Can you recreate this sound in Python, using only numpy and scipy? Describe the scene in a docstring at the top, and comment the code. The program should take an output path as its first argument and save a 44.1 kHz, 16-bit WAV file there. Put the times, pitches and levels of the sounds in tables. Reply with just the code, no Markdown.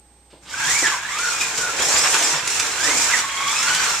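"""Slot car on a tabletop track

A slot car laps a track in a brick room, speeding up on the straights and braking for the bends.
One speed curve drives the wavering tones of motor and gears and the throb in the grains of rattle,
scrape and rumble. A second whine crosses the first. Shaped noise bursts make the rasps, knocks and
clacks at the track joints; short tones make squeals, panel rings and thumps.
Hiss, mains hum, a faint whirr and a thin whistle lie underneath."""
import sys
import numpy as np
from scipy import signal
from scipy.fft import rfft, irfft
from scipy.io import wavfile

SR = 44100
rng = np.random.default_rng(int(sys.argv[2]) if len(sys.argv) > 2 else 0)


def unload_wav(signal):
    """Save mono or channel-first audio to the path in sys.argv[1] as 16-bit WAV at rate SR, clipped to [-1, 1]."""
    wavfile.write(
        sys.argv[1],
        SR,
        np.round(np.clip(np.atleast_2d(signal).T, -1, 1) * 32767).astype(np.int16),
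    )


N = 176400
T = np.arange(N) / SR
HZ = np.fft.rfftfreq(N, 1 / SR)

# motor speed as the pitch of its whine: (time [s], pitch [Hz])
SPEED = [(.45, 700), (.62, 1498), (.67, 1717), (.72, 2020), (.76, 2284), (.8, 2334), (.83, 2000),
         (.89, 1450), (.93, 1098), (.98, 851), (1.08, 950.3), (1.22, 1452), (1.3, 1417), (1.44, 1217),
         (1.52, 1584), (1.65, 1441), (1.74, 1320), (1.86, 1850), (1.93, 2287), (2.03, 2708), (2.12, 3014),
         (2.2, 3142), (2.27, 2263), (2.34, 1900), (2.44, 1384), (2.62, 1380), (2.7, 1297), (2.78, 1420),
         (2.9, 2077), (2.98, 2420), (3.05, 2630), (3.09, 2517), (3.13, 2033), (3.19, 1450), (3.23, 1110),
         (3.35, 1083), (3.49, 1114), (3.55, 1244), (3.69, 1461), (3.8, 1540), (3.9, 1371), (4, 1313)]
# rattle and lowest whine tone along the lap: (time [s], level before trims [dB])
RATTLE_LEVEL = [(0.45, -51), (0.58, -24.5), (0.72, -20.5), (0.8, -27.5), (0.87, -22), (1.02, -31),
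                (1.25, -25.5), (1.4, -27.5), (1.42, -25), (1.44, -26.5), (1.5, -28), (1.62, -26.5),
                (1.76, -26), (1.81, -20), (1.85, -25), (1.96, -17.5), (2.02, -23.5), (2.05, -14),
                (2.12, -27.5), (2.14, -15), (2.21, -23), (2.35, -23.5), (2.43, -29), (2.61, -24),
                (2.74, -26), (2.9, -19), (2.93, -24.5), (3.13, -19.5), (3.14, -20.5), (3.24, -27.5),
                (3.8, -20), (4.0, -25.5)]
# scrape and whine overtones along the lap: (time [s], level before trims [dB])
SCRAPE_LEVEL = [(0.48, -55), (0.5, -39), (0.72, -22), (0.9, -27), (1.01, -40.5), (1.2, -29.5),
                (1.31, -26.5), (1.38, -31), (1.42, -23.5), (1.43, -31), (1.54, -32), (1.58, -26),
                (1.76, -31.5), (1.81, -24), (2.02, -22), (2.08, -23), (2.29, -23.5), (2.43, -35),
                (2.47, -28), (2.58, -26), (2.66, -29.5), (2.79, -28), (2.85, -23.5), (3.03, -21.5),
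                (3.08, -26), (3.198, -24), (3.22, -35.5), (3.47, -30.5), (3.48, -26.5), (3.92, -25),
                (4.0, -29.5)]

JITTER_HZ = 195.5  # rate limit of the pitch wavering
SQUEAL_JITTER = 0.01484  # rms pitch wavering of squeals and second whine, as a fraction


def amp(db):
    """Decibels to gain."""
    return 10 ** (np.asarray(db) / 20)


def unit(x):
    """Scales to rms 1."""
    return x / np.sqrt(np.mean(x ** 2) + 1e-20)


def curve(points):
    """A control over time, straight lines between the points."""
    return np.interp(T, *np.transpose(points))


def read(points, hz):
    """A table read on a log-frequency axis."""
    f, value = np.transpose(points)
    return np.interp(np.log(hz + 1), np.log(f), value)


def colour(x, points):
    """Filters by a spectrum that falls away beyond its ends, keeping the power of white noise."""
    lowest, highest = points[0][0], points[-1][0]
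    top = 1 / (1 + (HZ / highest / 2) ** 4)
    bottom = HZ ** 2 / (HZ ** 2 + (lowest / 2) ** 2)
    return irfft(rfft(x) * unit(amp(read(points, HZ)) * top * bottom), N)


def wander(hz):
    """Smooth random movement of rms 1, up to about the given rate."""
    return unit(irfft(rfft(rng.standard_normal(N)) / (1 + (HZ / hz) ** 4), N))


def tone(turns):
    """A sine of rms 1 from its phase in turns."""
    return np.sqrt(2) * np.sin(2 * np.pi * turns)


def flutter():
    """Random swelling of a whine's loudness, rms 1."""
    depth_db, rate_hz = 5, 61
    return unit(amp(depth_db * wander(rate_hz)))


def pair(x):
    """Makes two unrelated signals alike in the bass and nearly unrelated in the treble."""
    # stereo likeness: (frequency [Hz], left-right correlation)
    likeness = [(60, 1), (125, 0.97), (250, 0.98), (500, 0.95), (1000, 0.83), (2000, 0.53), (4000, 0.14),
                (8000, -0.015), (14000, -0.21)]
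    a, b = rfft(x)
    same = read(likeness, HZ)
    mid = a * np.sqrt((1 + same) / 2)
    side = b * np.sqrt((1 - same) / 2)
    return irfft(np.array([mid + side, mid - side]), N)


def background():
    """Coloured-noise room hiss, a steady mains hum, and a whirr and whistle of wavering pitch."""
    # hiss spectrum: (frequency [Hz], relative density [dB per Hz])
    hiss_colour = [(25, -13), (59, -25), (91, -12), (350, -12), (680, -17.5), (850, -16), (1270, -22.5),
                   (4700, -25.5), (7500, -26), (9500, -30), (13000, -33), (15500, -44)]
    hiss_db, hum_db, whirr_db, whistle_db = -57.5, -57.5, -66, -58
    hum_hz, whirr_hz, whistle_hz = 59.2, 820, 8265
    noise = np.array([colour(rng.standard_normal(N), hiss_colour) for _ in range(2)])
    hiss = amp(hiss_db) * pair(noise)
    hum = amp(hum_db) * tone(hum_hz * T)
    whirr = amp(whirr_db) * tone(whirr_hz * np.cumsum(1 + 0.014 * wander(80)) / SR)
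    whistle = amp(whistle_db) * tone(whistle_hz * np.cumsum(1 + 0.0032 * wander(120)) / SR)
    return hiss + hum + whirr + whistle


def strike(s, rise_s, decay_s):
    """An envelope that rises in a straight line and dies away exponentially."""
    rise = np.clip((T - s) / rise_s, 0, 1)
    return rise * np.exp(-np.maximum(T - s - rise_s, 0) / decay_s)


def blows(rows, spectrum, rise_s, decay_s):
    """Short bursts of coloured noise."""
    shape = sum(amp(db) * strike(s, rise_s, decay_s) for s, db, *_ in rows)
    return colour(shape * rng.standard_normal(N), spectrum)


def rings(rows, rise_s, decay_s):
    """Each struck panel rings briefly and unsteadily at its own pitch."""
    waver = 0.1226  # rms, as a fraction of the pitch
    clock = np.cumsum(1 + waver * wander(JITTER_HZ)) / SR
    return sum(amp(db) * strike(s, rise_s, decay_s) * tone(hz * clock) for s, db, hz in rows)


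def brushes():
    """Faint noisy rasps as the car sets off."""
    # rasps: (time [s], level [dB])
    rasps = [(.296, -50), (.445, -44), (.47, -42), (.493, -48)]
    # rasp spectrum: (frequency [Hz], relative density [dB per Hz])
    rasp_colour = [(500, -3), (1500, -4), (3800, 0), (4800, -3), (5800, -10), (8000, -9), (14000, -35)]
    return blows(rasps, rasp_colour, rise_s=0.014, decay_s=0.07)


def knocks():
    """Dull knocks of the track on the table: a noise burst and a short panel ring."""
    # knocks: (time [s], level before ring trim [dB], ring pitch [Hz])
    hits = [(.328, -44, 333), (.822, -27, 380), (1.58, -33.5, 417.4), (1.792, -28, 480),
            (1.938, -35.5, 480), (2.87, -35, 440), (2.94, -33, 280)]
    # knock spectrum: (frequency [Hz], relative density [dB per Hz])
    knock_colour = [(50, 3), (130, 6), (220, 7.5), (380, 8.5), (600, 11), (1500, -5), (4000, -40)]
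    rise_s, ring_db = 0.0039, -1
    burst = blows(hits, knock_colour, rise_s, decay_s=0.025)
    return burst + amp(ring_db) * rings(hits, rise_s, decay_s=0.023)


def level(points):
    """Gain along the lap, silent until the car sets off."""
    start_s, fade_s = 0.407, 0.021
    return amp(curve(points)) * np.clip((T - start_s) / fade_s, 0, 1)


def partial(turns, k, blur):
    """One multiple of the whine, its phase smeared by a random number of turns, its level fluttering."""
    blur_hz = 346
    return tone(k * turns + rng.random() + blur * wander(blur_hz)) * flutter()


def whine(turns):
    """The unsteady tone of motor and gears; its rougher overtones ring the plastic shell."""
    # lowest tone against the rattle: (time [s], relative level [dB])
    sing = [(.5, -16), (.7, 0.5), (.8, 0), (.9, 0), (.98, -6.5), (1.05, -14), (1.25, 5), (1.45, -11),
            (1.64, 2), (1.85, -19), (2.25, -11), (2.55, -7), (2.7, -16.5), (2.8, -1), (2.99, -2.5),
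            (3.1, -24), (3.14, 7), (3.21, -4), (3.35, -1.5), (3.48, 0.5), (3.55, -9), (3.8, -2), (4, -7)]
    # overtones against the scrape: (time [s], relative level [dB])
    bite = [(.5, -4), (.77, -4.5), (.9, -1.5), (1.3, -2.5), (1.8, -8), (2.0, 1.5), (2.12, -8), (2.28, 1.5),
            (2.6, -5), (2.8, -0.5), (3.05, -8.5), (3.13, -30), (3.35, -0.5), (3.55, -0.5), (3.7, 2),
            (4, -4.5)]
    # overtones from the second multiple up: relative level [dB]
    overtones = [-2.65, -2.5, -8]
    # resonance of the plastic shell: (frequency [Hz], relative level [dB])
    shell = [(1000, -4), (2100, 1.5), (2550, 1.5), (2900, -11.5), (3280, 0.5), (3800, -9), (4500, -8),
             (5200, 3), (6000, -1), (7000, 3.5), (7750, -0.5), (8600, -3), (14000, -32)]
    low_db, high_db = -2, 0.5
    low_blur, high_blur = 0.04, 0.096  # rms turns; loose gear teeth smear the overtones more
    low = partial(turns, 1, low_blur) * amp(low_db + curve(sing)) * level(RATTLE_LEVEL)
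    high = 0
    for k, db in enumerate(overtones, start=2):
        shell_db = read(shell, k * curve(SPEED))
        high = high + partial(turns, k, high_blur) * amp(db + shell_db)
    return low + high * amp(high_db + curve(bite)) * level(SCRAPE_LEVEL)


def grit(turns):
    """Tiny impacts over a wash, bunched once per motor turn and chattering with the chassis."""
    grains_per_s, grain_spread_db, wash_share = 3000, 2.5, 0.52  # share of the power
    throb, pulses_per_turn = 0.2, 6  # six whine cycles to a motor turn
    chatter_db, chatter_hz = 1.56, 50
    size = amp(grain_spread_db * np.minimum(rng.exponential(1, N), 3.5))
    clicks = (rng.random(N) < grains_per_s / SR) * size * rng.choice([-1, 1], (2, N))
    wash = rng.standard_normal((2, N))
    grains = pair(np.sqrt(1 - wash_share) * unit(clicks) + np.sqrt(wash_share) * wash)
    bunching = 1 + throb * np.cos(2 * np.pi * turns / pulses_per_turn)
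    return unit(grains * bunching * amp(chatter_db * wander(chatter_hz)))


def running(turns):
    """Gears rattle, braids scrape on the rails, the wheels rumble on the track and drum the table."""
    # spectra of the four layers: (frequency [Hz], relative density [dB per Hz])
    rattle_colour = [(300, -19), (700, -11), (900, -2), (1150, -1.5), (1500, 0.5), (2000, -2), (2450, -0.5),
                     (2950, -7), (3300, -4), (4200, -10.5), (6000, -25.5)]
    scrape_colour = [(1500, -15.5), (3000, -12.5), (4000, -9), (4800, -7), (5650, -1.5), (6300, -3.5),
                     (7250, 1), (8000, -4), (9000, -10), (10000, -17), (11200, -22), (12500, -18),
                     (14000, -27), (15500, -89)]
    rumble_colour = [(200, -20.5), (280, -3), (340, 0), (440, 3), (600, -1), (800, 2.5), (1300, -12),
                     (3000, -11.5)]
    drum_colour = [(45, -12), (80, -3), (125, -1.5), (165, -3), (210, -4.5), (400, -9)]
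    # wheel rumble and table drumming: (time [s], level before trims [dB])
    rumble_level = [(0.44, -61), (0.68, -46), (0.81, -47), (0.83, -43), (1.01, -54), (1.21, -42.5),
                    (1.59, -39.5), (1.72, -35.5), (1.83, -29.5), (1.97, -29), (2.05, -33), (2.23, -27.5),
                    (2.43, -41), (2.84, -35), (2.89, -29.5), (3.32, -48.5), (3.63, -42), (4.0, -42)]
    drum_level = [(0.44, -55.5), (0.69, -44.5), (0.84, -50), (0.95, -53.5), (2.0, -46.5), (2.27, -51),
                  (3.03, -47), (3.18, -52), (3.88, -46.5), (4.0, -51)]
    rattle_db, scrape_db, rumble_db, drum_db = -1.98, 3.5, -0.5, 0.5  # trims
    rattle = colour(grit(turns), rattle_colour) * amp(rattle_db) * level(RATTLE_LEVEL)
    scrape = colour(grit(turns), scrape_colour) * amp(scrape_db) * level(SCRAPE_LEVEL)
    rumble = colour(grit(turns), rumble_colour) * amp(rumble_db) * level(rumble_level)
    drumming = colour(grit(turns), drum_colour) * amp(drum_db) * level(drum_level)
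    return rattle + scrape + rumble + drumming


def second_whine():
    """Another motor: a single fluttering tone with a speed of its own."""
    # second whine: (time [s], pitch [Hz], level [dB])
    path = [(.51, 1436, -43), (0.559, 1592, -35), (.72, 1711, -33), (0.951, 1531, -34.5), (1.05, 1688, -39),
            (1.1, 1945, -32), (1.16, 2372, -38.5), (1.4, 2463, -33), (1.55, 2426, -43.5), (2.45, 2693, -39),
            (2.66, 2512, -31), (2.8, 2590, -44)]
    s, hz, db = np.transpose(path)
    waver = 1 + SQUEAL_JITTER * wander(JITTER_HZ)
    turns = np.cumsum(np.interp(T, s, hz) * waver) / SR
    sounding = (T > s[0]) * (T < s[-1])
    return tone(turns) * flutter() * amp(np.interp(T, s, db)) * sounding


def clacks():
    """The guide clacks over track joints: short, bright noise bursts."""
    # clacks: (time [s], level [dB])
    joints = [(.819, -25), (1.184, -20), (1.413, -17), (1.575, -19.5), (1.795, -20.5), (2.05, -32),
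              (2.14, -12), (2.222, -16), (2.268, -24), (2.473, -14.5), (2.5, -20), (2.595, -11.5),
              (3.106, -17.5), (3.186, -15), (3.625, -16.5), (3.745, -14.5), (3.904, -24)]
    # clack spectrum: (frequency [Hz], relative density [dB per Hz])
    clack_colour = [(200, -6), (800, -15), (1500, 1), (2500, 1), (4500, 1), (7300, 4), (9500, -5),
                    (13000, -19), (15500, -30)]
    return blows(joints, clack_colour, rise_s=0.0041, decay_s=0.0059)


def squeals():
    """Rough chirps of the car in the bends: wavering tones that swell and fade."""
    # squeals: (time [s], length [s], pitch [Hz], level [dB])
    chirps = [(1.05, 0.0066, 1673, -22), (1.087, 0.0073, 1900, -23), (1.401, 0.035, 2460, -22)]
    clock = np.cumsum(1 + SQUEAL_JITTER * wander(JITTER_HZ)) / SR
    total = 0
    for s, length, hz, db in chirps:
        swell = np.sin(np.pi * np.clip((T - s) / length, 0, 1))
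        total = total + amp(db) * swell * tone(hz * clock)
    return total


def thumps():
    """Low thumps of the tabletop: slow-starting panel rings."""
    # thumps: (time [s], level [dB], ring pitch [Hz])
    table_hits = [(1.93, -39, 85), (2.32, -39, 135), (3.05, -52, 80.6)]
    return rings(table_hits, rise_s=0.018, decay_s=0.048)


def room(x, count=5):
    """Direct sound plus short decaying-noise wall reflections, random tails taking turns at a steady rate."""
    # reverberation: (frequency [Hz], time to fall 60 dB [s])
    decay = [(150, 0.32), (1000, 0.29), (4000, 0.3), (12000, 0.31)]
    wet_db, delay_s, turns_per_s = -2, 0.004, 25
    wet = 0
    for k in range(count):
        hz, t, z = signal.stft(rng.standard_normal((2, SR // 2)), SR, nperseg=256)
        fade = amp(-60 * t / read(decay, hz)[:, None]) * (t > delay_s)
        tail = signal.istft(z * fade, SR, nperseg=256)[1]
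        # the tails follow a fixed cycle, each crossfading into the next
        away = (T * turns_per_s + k) % count - 1
        share = np.cos(np.pi / 2 * np.minimum(away, 1))
        wet = wet + signal.fftconvolve(x * share, tail / np.linalg.norm(tail[0]), axes=1)[:, :N]
    return (x + amp(wet_db) * pair(wet)) / np.sqrt(1 + amp(wet_db) ** 2)


def scene():
    """One motor speed drives whine and running noise; separate blows and squeals join them in the room."""
    # the car's place from left to right: (time [s], left minus right [dB])
    pan = [(.5, 1), (1.7, 1.8), (2.3, 0.5), (3.1, 0.1), (3.8, 1.5)]
    speed_jitter = 0.017  # rms, as a fraction
    turns = np.cumsum(curve(SPEED) * (1 + speed_jitter * wander(JITTER_HZ))) / SR
    car = brushes() + knocks() + whine(turns) + running(turns)
    car = car + second_whine() + clacks() + squeals() + thumps()
    return room(car) * amp(np.outer([0.5, -0.5], curve(pan))) + background()


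def record(dry):
    """The two channels differ in colour; the highest peaks are rounded off; then the band limit."""
    # channel colour: (frequency [Hz], left minus right [dB])
    ports = [(60, -0.5), (300, -1), (1000, -1.6), (1800, -4), (2700, -3), (4200, -3), (5600, -2), (7000, 0),
             (8500, -10.5), (10000, -11), (12000, 2), (15000, 12)]
    ceiling, edge_hz = 0.8, 15500
    lean = amp(read(ports, HZ))
    sides = np.array([lean, np.ones_like(lean)]) * np.sqrt(2 / (1 + lean ** 2))
    heard = irfft(rfft(dry) * sides, N)
    heard = heard / (1 + (heard / ceiling) ** 6) ** (1 / 6)
    lowpass = signal.firwin(511, edge_hz, window=("kaiser", 9), fs=SR)
    return signal.oaconvolve(heard, lowpass[None], "same")


dry = scene()
out = record(dry)
unload_wav(out)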